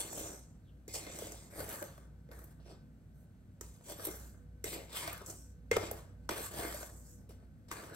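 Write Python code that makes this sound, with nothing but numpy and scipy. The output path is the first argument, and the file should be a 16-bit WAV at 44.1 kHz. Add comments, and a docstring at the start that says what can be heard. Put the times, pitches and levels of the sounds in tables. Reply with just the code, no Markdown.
"""A spatula scrapes a thick mix round a steel bowl, while kitchen appliances hum throughout.
From the start, grit under the blade and knocks on the wall ring the bowl, and the mix damps it.
Each knock also thumps the table. A faint squeak comes at 0.65 s. Near 3 s the stirring almost stops,
then picks up at 3.6 s, and the two hardest knocks land near 5.7 s. It eases off again around 7 s,
and one last knock and scrape come just before the end, at about 8 s."""
import sys
import numpy as np
from scipy import signal
from scipy.fft import rfft, irfft, next_fast_len
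from scipy.io import wavfile
from scipy.ndimage import uniform_filter1d

SR = 44100
rng = np.random.default_rng(int(sys.argv[2]) if len(sys.argv) > 2 else 0)


def pcm_store(signal):
    """Save signal as 16-bit PCM."""
    levels = np.round(np.clip(np.atleast_2d(signal), -1, 1) * 32767)
    wavfile.write(sys.argv[1], SR, levels.astype(np.int16).T)


N = 350595

# One list of points per stroke. Sliding sets the hiss, pressing sets the boom: time_s, slide_db, press_db
STROKES = [
    [(0.0, -41.5, -43), (0.02, -49, -56), (0.03, -53, -48.5), (0.082, -55.5, -59), (0.1, -61, -54)],
    [(0.1, -53, -53), (0.184, -46.5, -46), (0.348, -55, -51.5), (0.43, -68.5, -73), (0.564, -86, -76),
     (0.6, -91, -88)],
    [(0.885, -58, -51), (0.909, -57, -62), (0.933, -53, -65), (0.943, -41.5, -48), (0.959, -43.5, -43),
     (0.97, -48, -53)],
    [(0.97, -49.5, -55), (1.062, -57.5, -48.5), (1.174, -54.5, -54), (1.232, -53, -49),
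     (1.482, -66.5, -68.5), (1.5, -73, -76)],
    [(1.5, -70, -62), (1.606, -52, -43.5), (1.666, -60, -54.5), (1.702, -52, -46.5), (1.814, -57.5, -61),
     (1.82, -57.5, -40.5)],
    [(1.84, -52, -70), (1.844, -59.5, -64), (1.936, -71, -67), (2.036, -75.5, -66), (2.142, -102, -79),
     (2.2, -93, -78)],
    [(2.3, -99, -67), (2.316, -69.5, -56), (2.522, -75.5, -72.5), (2.558, -88, -89), (2.576, -90, -85),
     (2.6, -95, -65)],
    [(2.6, -87, -61), (2.648, -83, -77), (2.656, -78, -61), (2.712, -70, -53.5), (2.824, -100, -80),
     (2.85, -101, -83)],
    [(3.14, -90, -84), (3.174, -86, -88), (3.218, -84, -77), (3.236, -87, -79), (3.282, -102, -76),
     (3.3, -99, -91)],
    [(3.625, -64, -68), (3.669, -65, -74), (3.737, -72, -80), (3.743, -65.5, -76), (3.807, -77, -73),
     (3.84, -70, -68)],
    [(3.84, -67.5, -69), (3.9, -55.5, -44.5), (3.91, -57, -51), (3.92, -52, -48), (3.934, -62, -55),
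     (3.98, -66, -57)],
    [(3.98, -63, -55), (4.0, -62.5, -46.5), (4.044, -56.5, -54), (4.052, -48.5, -58), (4.088, -58, -43),
     (4.1, -69, -60)],
    [(4.1, -62, -56), (4.106, -56.5, -54.5), (4.282, -68, -65.5), (4.31, -73, -78), (4.356, -79, -68),
     (4.5, -102, -89)],
    [(4.652, -48.5, -42.5), (4.696, -53, -51.5), (4.74, -48, -42.5), (4.764, -56.5, -51),
     (4.774, -59.5, -46.5), (4.88, -70.5, -62)],
    [(4.88, -71.5, -64), (4.968, -46.5, -53), (5.09, -54, -48.5), (5.198, -66.5, -65.5),
     (5.218, -73.5, -49), (5.25, -66, -85)],
    [(5.268, -50, -68), (5.272, -56, -54), (5.306, -49.5, -54), (5.328, -58, -60), (5.516, -73.5, -90),
     (5.62, -103, -86)],
    [(5.728, -54, -30.5), (5.734, -47, -56), (5.756, -54, -69), (5.762, -52, -34)],
    [(5.782, -55, -34), (5.79, -56, -52), (5.806, -57, -48), (5.838, -55, -38), (5.858, -53, -53),
     (5.905, -65, -44)],
    [(5.93, -57, -43), (5.946, -74, -47), (5.968, -62, -54), (6.022, -69, -62), (6.19, -95, -74),
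     (6.25, -85, -78)],
    [(6.303, -55, -50), (6.311, -51.5, -40.5), (6.351, -57, -51), (6.367, -52.5, -44.5),
     (6.463, -51.5, -54), (6.51, -64, -75)],
    [(6.51, -58, -56), (6.6, -50.5, -39), (6.808, -54.5, -53), (6.83, -55.5, -50), (6.86, -58, -73),
     (6.9, -65, -61)],
    [(6.9, -64.5, -63.5), (7.044, -68.5, -71), (7.11, -65, -73), (7.172, -72, -96), (7.198, -74, -68),
     (7.25, -84, -75)],
    [(7.29, -72, -66), (7.3, -66.5, -59), (7.344, -76, -72), (7.372, -84, -88), (7.384, -90, -68),
     (7.45, -91, -69)],
    [(7.683, -68.5, -65), (7.705, -77, -67), (7.71, -60, -57)],
    [(7.722, -50, -47), (7.744, -60, -53), (7.838, -59, -52), (7.854, -61.5, -58), (7.924, -71.5, -50.5),
     (7.95, -58, -61)],
]
# The tone of each stroke:
# low_ring_db, high_ring_db, top_hiss_db, rasp_start_hz, rasp_end_hz, extra_rasp_db
STROKE_TONES = [(-3, -5.5, -7, 3800, 1750, 3), (-12, -11.5, -12, 1800, 1300, 0.5),
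                (-14, -3, -14, 4700, 790, 0), (-7.5, -2.5, -9.5, 2140, 1270, 1),
                (-2.5, -5.5, -3, 2130, 1600, 5.5), (2, -4, -5.5, 2000, 1100, 2),
                (0.5, -6.5, 0.5, 2000, 1450, 5), (1, 1.5, -9, 4200, 6500, 1),
                (-17, -14, 4, 1500, 1470, 0.1), (-6, -3.5, -9, 980, 900, -1),
                (-5, -2.5, -4.5, 2200, 2100, -0.5), (-3.5, -1, -1, 1800, 1500, -1.5),
                (-8.5, -7.5, -1.5, 1620, 1500, 7.5), (-17, -3, -7, 1960, 2000, 3),
                (4.5, 1, -8, 3300, 1230, 4), (-19.5, -12.5, -9, 1400, 1600, 3),
                (6, 0.5, -17, 2700, 2700, 5), (-4, -1, -12, 2000, 2300, 6.5), (4, -2, -6, 1700, 1300, -4.5),
                (0.5, -0.5, -3.5, 2200, 1300, 3.5), (2, -4, -5, 2840, 1250, 2),
                (-5, -17.5, -5, 1240, 2000, -4), (-11, -0.5, -5, 1400, 1800, 1.5),
                (6, 3, -6, 4400, 3500, 6), (0, -2, -7.5, 1770, 1860, 4)]
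# Knocks on the bowl; the struck spot rings best near spot_hz:
# start_s, boom_db, ring_db, crack_db, top_crack_db, boom_hz, boom_drop_octaves, spot_hz
KNOCKS = [(0.129, -51, -55, -52, -43, 377, .1, 1140), (0.879, -41, -62, -46, -49.5, 396, .1, 2110),
          (0.94, -44, -55, -51, -53, 467, .1, 1000), (1.066, -45, -50, -60, -58, 580, 0.11, 2110),
          (1.187, -44, -51, -39, -45, 580, 0.12, 1050), (1.221, -37, -60, -51, -52, 437, 0.087, 1050),
          (1.269, -41, -67, -44, -51, 554, .1, 1500), (1.32, -50, -58, -41, -49, 445, .1, 1670),
          (1.602, -36, -44.5, -52, -50, 527, .1, 1520), (1.69, -45, -55, -49, -38, 643, .1, 2040),
          (1.739, -44, -49, -51, -48, 540, 0.092, 1330), (1.825, -33.5, -45, -51, -42.5, 554, .1, 1550),
          (1.978, -54, -59, -65, -62, 600, .1, 1240), (2.289, -50, -67, -80, -78, 485, 0.11, 1510),
          (2.314, -49, -56, -66, -62, 494, 0.11, 1510), (2.39, -54, -60, -66, -54, 430, .1, 1230),
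          (2.441, -58, -69, -68, -50, 330, .1, 993), (3.61, -43, -50, -38, -46.5, 300, 0.95, 1020),
          (3.81, -62, -68, -74, -73, 500, .5, 1200), (3.898, -43, -66, -59, -46, 585, 0.079, 993),
          (3.919, -46, -56, -62, -47, 617, .1, 1210), (3.996, -44, -51, -60, -55, 467, .1, 1200),
          (4.051, -46, -48, -48, -30.5, 450, .1, 960), (4.069, -34.5, -55, -60, -35, 344, 0.089, 1240),
          (4.085, -35.5, -66, -59, -50, 342, 0.12, 1240), (4.641, -33, -43, -32, -35.5, 399, .1, 1950),
          (4.729, -39, -47, -52, -51, 395, 0.078, 2000), (4.759, -38, -52, -57, -53, 355, 0.11, 1030),
          (5.076, -34, -39, -52, -39, 642, 0.093, 1550), (5.129, -45, -65, -56, -39, 500, .1, 1500),
          (5.177, -64, -64, -58, -49, 500, .1, 1500), (5.217, -47, -72, -54, -55, 395, 0.083, 964),
          (5.261, -55, -59, -41, -50, 413, .1, 1550), (5.299, -49, -54.5, -37.5, -54, 410, .1, 1100),
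          (5.713, -19, -29, -33, -39.5, 453, 0.095, 2110), (5.766, -21.5, -32, -37, -38.5, 407, 0.23, 990),
          (5.828, -37, -49, -55, -52, 626, 0.089, 1170), (5.912, -32, -47.5, -44, -35.5, 300, 1.9, 960),
          (6.291, -32, -31.5, -34, -41, 152, 3.5, 910), (6.363, -39.5, -51, -55, -52, 372, 0.82, 1190),
          (6.744, -36.5, -57, -44, -41, 583, .1, 999), (6.829, -42, -50, -44.5, -52, 580, .1, 1530),
          (7.293, -48.5, -75, -67, -61, 430, 0.09, 1210), (7.714, -43, -38.5, -38.5, -44, 346, 0.19, 1390)]
# The notes the bowl rings at (a fade is the time to fall 60 dB): pitch_hz, level_db, fade_s
BOWL_NOTES = [(349, -12, 0.065), (396, -1, 0.035), (457, 2, 0.027), (568, 2.5, 0.035), (650, -5, 0.045),
              (1001, 4.5, 0.03), (1208, 13, 0.017), (1510, -2.5, 0.059), (1740, -21, 0.041),
              (2110, 5, 0.059), (2257, -10.5, 0.12), (2534, -2, 0.089), (3470, -4, 0.14),
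              (3830, -10.5, 0.12), (5650, 1.5, 0.035), (7000, -21, .03), (7230, 9, 0.053), (7700, 4, 0.052),
              (8380, -20, 0.17), (9240, 31, 0.09)]
# The bowl's five bands (boom, low ring, high ring, hiss, top hiss):
# low_hz, high_hz, notes_over_rasp_db, grit_db, knock_db
BOWL_BANDS = [(256, 816, 14, -0.5, -4.5), (730, 1834, -8, -3.5, 18), (1730, 5740, -7, 0, 16.5),
              (5410, 8540, -9, 2, 18), (9300, 15300, -40, 6, 20.5)]
# The notes of the table top: pitch_hz, level_db, fade_s
TABLE_NOTES = [(98.4, -12, 0.24), (192, -0.5, 0.059)]
# The path of the squeak: time_s, pitch_hz, level_db
SQUEAK_PATH = [(.645, 4100, -84), (.67, 3500, -80), (.70, 3100, -76), (.725, 2920, -86)]
# How long the room echoes: pitch_hz, fade_s
ECHO_FADES = [(250, 0.25), (1000, 0.4), (4000, 0.38), (12000, 0.23)]
# The steady noise of the kitchen air: pitch_hz, level_db_per_hz
AIR_NOISE = [(25, -108), (45, -80.5), (70, -87), (150, -79), (260, -88.5), (400, -100.5), (630, -102),
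             (1000, -113), (1500, -111), (2500, -119), (5000, -123), (8000, -123), (12000, -124),
             (15500, -128)]
# Appliance hums: pitch_hz, width_hz, level_db, waver_amount
HUM_TONES = [(59.96, 4.5, -2.5, 0.55), (95.6, 7.4, -9.5, 0.67), (246, 3.6, -18.5, 0.46), (488, 4.4, -27, 1),
             (1520, 5.5, -29.5, 0.38)]
# The slow rise and fall of all the hums: time_s, level_db
HUM_SWELL = [(0.0, -53.5), (0.51, -58.5), (1.7, -54), (1.97, -60), (2.74, -52.5), (3.01, -58),
             (4.47, -52.5), (5.6, -54.5), (5.84, -52), (6.6, -51), (7.95, -55.5)]
# How the two channels compare: pitch_hz, likeness_0_to_1, right_lead_radians, left_over_right_db
STEREO = [(60, 0.94, 0, -0.5), (300, 0.99, -0.54, -0.5), (510, 0.67, -0.07, 0.5), (1000, 0.24, 0.48, 2),
          (2220, 0.22, 0.5, 1.5), (3220, 0.36, -2.17, 1.5), (4280, 1, -0.82, 1.5), (5620, 0.3, -2.5, 1),
          (5840, 0.12, -5.5, 0), (7400, 0.19, -3, 0), (8450, 1, -3.5, -0.5)]

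LOW_PRESS, HIGH_PRESS = 0.45, 0.28  # share of pressing in each ring's level; sliding gives the rest
TOP_GROWTH, TOP_PIVOT_DB = 0.2, -61  # the top hiss gains on the hiss as the slide gets louder
CONTACT_S, DROP_S = 0.0041, 0.00613  # how fast a knock's crunch dies and its boom drops in pitch
BOOM_DB, CLACK_DB = -3, -0.5
LEFT_LATE_S, LATE_FROM_HZ = 1 / 4020, 6030  # the left channel lags in the high treble
TREBLE_LIMIT_HZ = 15850


def spatula():
    """Scraping grit and knocks shake the same bowl, one band of pitches at a time."""
    sand = grit(spread_db=1.0, clicks_per_s=7000, judder_db=-1.0, patchy_db=3.0, rasp_db=2.5)
    lumps = grit(spread_db=2.0, clicks_per_s=2000, judder_db=2.5, patchy_db=1.0, rasp_db=9.0)
    out = booms() + clacks()
    for band, (low_hz, high_hz, notes_db, grit_db, knock_db) in enumerate(BOWL_BANDS):
        grains = lumps if band == 0 else sand  # coarse lumps shake the low notes
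        scrape = gain_of(grit_db) * grains * blade_pressure(band)
        shake = scrape + gain_of(knock_db) * knock_crunches(band)
        out = out + signal.oaconvolve(shake, bowl(low_hz, high_hz, notes_db)[None])[:, :N]
    return out


def grit(spread_db, clicks_per_s, judder_db, patchy_db, rasp_db):
    """Grit makes dense, uneven clicks; the blade judders and stirs up new parts of the wall."""
    sizes = gain_of(spread_db * np.minimum(rng.exponential(1, (2, N)), 5)) * rng.standard_normal((2, N))
    clicks = sizes * (rng.random((2, N)) < clicks_per_s / SR)
    judder = gain_of(judder_db * flutter(250))
    hz, t, spectrum = signal.stft(clicks * judder, SR, nperseg=256)
    patches = uniform_filter1d(rng.standard_normal(spectrum.shape[1:]), size=3, axis=0)  # blur in pitch
    patches = uniform_filter1d(patches, size=24, axis=1)  # blur in time
    spectrum = spectrum * gain_of(patchy_db * patches / patches.std()) * blade_rasp(hz, t, rasp_db)
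    clicks = signal.istft(spectrum, nperseg=256)[1][:, :N]
    return clicks / clicks.std()


def blade_rasp(hz, t, rasp_db, width_octaves=0.49):
    """The blade edge sings faintly at a pitch that glides through each stroke."""
    ends_s = np.ravel([(points[0][0], points[-1][0]) for points in STROKES])
    glide = np.interp(t, ends_s, np.log2(np.ravel([tone[3:5] for tone in STROKE_TONES])))
    extra_db = np.interp(t, ends_s, np.repeat([tone[5] for tone in STROKE_TONES], 2))
    octaves_away = np.log2(hz[:, None] + 1) - glide
    return gain_of((rasp_db + extra_db) * np.exp(-(octaves_away / width_octaves) ** 2))


def blade_pressure(band):
    """How hard the sliding, pressing blade drives one band; between strokes it is off."""
    t, level_db = np.arange(N) / SR, np.full(N, -140.)
    for points, (low_db, high_db, top_db, *_) in zip(STROKES, STROKE_TONES):
        times, slide, press = np.transpose(points)
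        low_ring = slide + LOW_PRESS * (press - slide) + low_db
        high_ring = slide + HIGH_PRESS * (press - slide) + high_db
        top_hiss = slide + TOP_GROWTH * (slide - TOP_PIVOT_DB) + top_db
        levels = [press, low_ring, high_ring, slide, top_hiss]
        stroke = slice(round(times[0] * SR), round(times[-1] * SR) + 500)
        level_db[stroke] = np.interp(t[stroke], times, levels[band])
    return uniform_filter1d(gain_of(level_db), 60)


def bowl(low_hz, high_hz, notes_db):
    """One band of the bowl answers a click with a plain rasp and any notes that lie in that band."""
    t = np.arange(4096) / SR
    bandpass = signal.butter(3, [low_hz, high_hz], "bandpass", fs=SR, output="sos")
    rasp = signal.sosfilt(bandpass, 1. * (t == 0))
    notes = [note for note in BOWL_NOTES if low_hz < note[0] < high_hz]
    ring = unit_energy(ringing(notes, t)) if notes else 0
    return unit_energy(unit_energy(rasp) + gain_of(notes_db) * ring)


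def knock_crunches(band):
    """Each knock shakes the bowl with a short, dying crunch."""
    out, t = np.zeros((2, N + 1024)), np.arange(1024) / SR
    shape = unit_energy(np.minimum(t / 0.00069, 1) * np.exp(-t / CONTACT_S))
    for start_s, boom_db, ring_db, crack_db, top_db, *_ in KNOCKS:
        level_db = [boom_db, ring_db, ring_db, crack_db, top_db][band]
        start = round(start_s * SR)
        out[:, start:start + len(t)] += gain_of(level_db) * rng.standard_normal((2, len(t))) * shape
    return out[:, :N]


def booms():
    """At a knock the air in the bowl swells briefly and the mix smothers it; the table thumps below."""
    out, t = np.zeros(N + SR // 2), np.arange(SR // 2) / SR
    thump = ringing(TABLE_NOTES, t) * (1 - np.exp(-t / 0.033))
    swell = gain_of(4.5) * (t / 0.0047) ** 2.14 * np.exp(2.11 * (1 - t / 0.0041))
    for start_s, boom_db, *_, boom_hz, drop_octaves, _ in KNOCKS:
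        pitch_hz = boom_hz * 2 ** (drop_octaves * np.exp(-t / DROP_S))
        boom = swell * np.sin(2 * np.pi * np.cumsum(pitch_hz) / SR)
        start = round(start_s * SR)
        out[start:start + len(t)] += gain_of(boom_db + BOOM_DB) * (boom + thump)
    return out[:N]


def clacks():
    """A knock rings the steel wall, most of all at the notes that the struck spot favours."""
    out, t = np.zeros(N + 4096), np.arange(4096) / SR
    boom_top_hz = BOWL_BANDS[0][1]
    attack = np.minimum(t / 0.00077, 1)
    for start_s, _, ring_db, *_, spot_hz in KNOCKS:
        notes = [(hz, db - 27.0 * abs(np.log2(hz / spot_hz)), fade_s)  # 27 dB less per octave away
                 for hz, db, fade_s in BOWL_NOTES if hz > boom_top_hz]
        start = round(start_s * SR)
        out[start:start + len(t)] += gain_of(ring_db + CLACK_DB) * ringing(notes, t) * attack
    return out[:N]


def squeak():
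    """A short, rough squeak that falls in pitch."""
    times, pitches, levels = np.transpose(SQUEAK_PATH)
    t = np.arange(N) / SR
    tone = np.sin(2 * np.pi * np.cumsum(np.interp(t, times, pitches)) / SR)
    return (.3 + flutter(45)) * tone * gain_of(np.interp(t, times, levels, left=-200, right=-200))


def room_echoes(sound):
    """The walls send back many small echoes, and each pitch dies away at its own speed."""
    echoes = np.zeros((2, SR // 2))
    slots = np.arange(200, SR // 2 - 20, 20)  # one echo in every 20 samples
    arrivals = slots + rng.integers(0, 20, (2, len(slots)))
    np.put_along_axis(echoes, arrivals, rng.choice([-1., 1.], arrivals.shape), 1)
    hz, t, spectrum = signal.stft(echoes, SR, nperseg=256)
    fade = gain_of(-60 * t / look_up(ECHO_FADES, hz)[:, None])
    tail = signal.istft(spectrum * fade, SR, nperseg=256)[1]
    return signal.fftconvolve(sound, tail / np.linalg.norm(tail[0]), axes=1)[:, :N]


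def kitchen():
    """The air rumbles steadily, and appliances add a few wavering hums."""
    size, t = next_fast_len(N), np.arange(N) / SR
    hz, noise = np.fft.rfftfreq(size, 1 / SR), rfft(rng.standard_normal((2, size)))
    out = irfft(noise * gain_of(look_up(AIR_NOISE, hz)) * np.sqrt(SR / 2), size)[:, :N]
    swell = gain_of(np.interp(t, *np.transpose(HUM_SWELL)))
    for pitch_hz, width_hz, level_db, waver in HUM_TONES:
        fuzz = irfft(noise * np.exp(-((hz - pitch_hz) / width_hz) ** 2), size)[:, :N]
        hum = waver * fuzz / fuzz.std() + np.sin(2 * np.pi * pitch_hz * t)
        out = out + gain_of(level_db) * swell * hum
    return out


def ringing(notes, t):
    """Struck notes sound together, each fading at its own speed."""
    return sum(gain_of(db - 60 * t / fade_s) * np.sin(2 * np.pi * hz * t) for hz, db, fade_s in notes)


def flutter(samples):
    """A random wobble; smoothing over more samples makes it slower."""
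    wobble = uniform_filter1d(uniform_filter1d(rng.standard_normal(N), samples), samples)
    return wobble / wobble.std()


def gain_of(db):
    """Turn decibels into a number to multiply by."""
    return 10 ** (np.asarray(db) / 20)


def unit_energy(sound):
    """Scale a sound so that its energy is 1."""
    return sound / np.linalg.norm(sound)


def look_up(table, hz, column=1):
    """Read a table at any pitch, blending between its rows."""
    table = np.array(table)
    return np.interp(np.log(hz + 1), np.log(table[:, 0] + 1), table[:, column])


def scene():
    """The stirring, its echoes and the kitchen, as two signals for two nearby points in the room."""
    stirring = spatula() + squeak()
    return stirring + gain_of(-8) * room_echoes(stirring) + kitchen()


def record(dry):
    """A phone listens: the right channel shares part of the left, shifted, and adds its own sound."""
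    size = next_fast_len(N + 4096)
    hz = np.fft.rfftfreq(size, 1 / SR)
    likeness = np.clip(look_up(STEREO, hz, column=1), 0, 1)
    treble_lag = 2 * np.pi * LEFT_LATE_S * np.maximum(hz - LATE_FROM_HZ, 0)
    lead = np.exp(.5j * (look_up(STEREO, hz, column=2) + treble_lag))  # each channel takes half
    balance = gain_of(look_up(STEREO, hz, column=3) / 2)
    first, second = rfft(dry, size)
    # A quarter turn off, so it neither swells nor cancels the shared part.
    own = 1j * np.sqrt(1 - likeness ** 2) * second
    left = first / lead * balance
    right = (likeness * first + own) * lead / balance
    lowpass = signal.firwin(511, TREBLE_LIMIT_HZ, window=("kaiser", 9), fs=SR)
    return signal.oaconvolve(irfft([left, right], size)[:, :N], lowpass[None], "same")


dry = scene()
out = record(dry)
pcm_store(out)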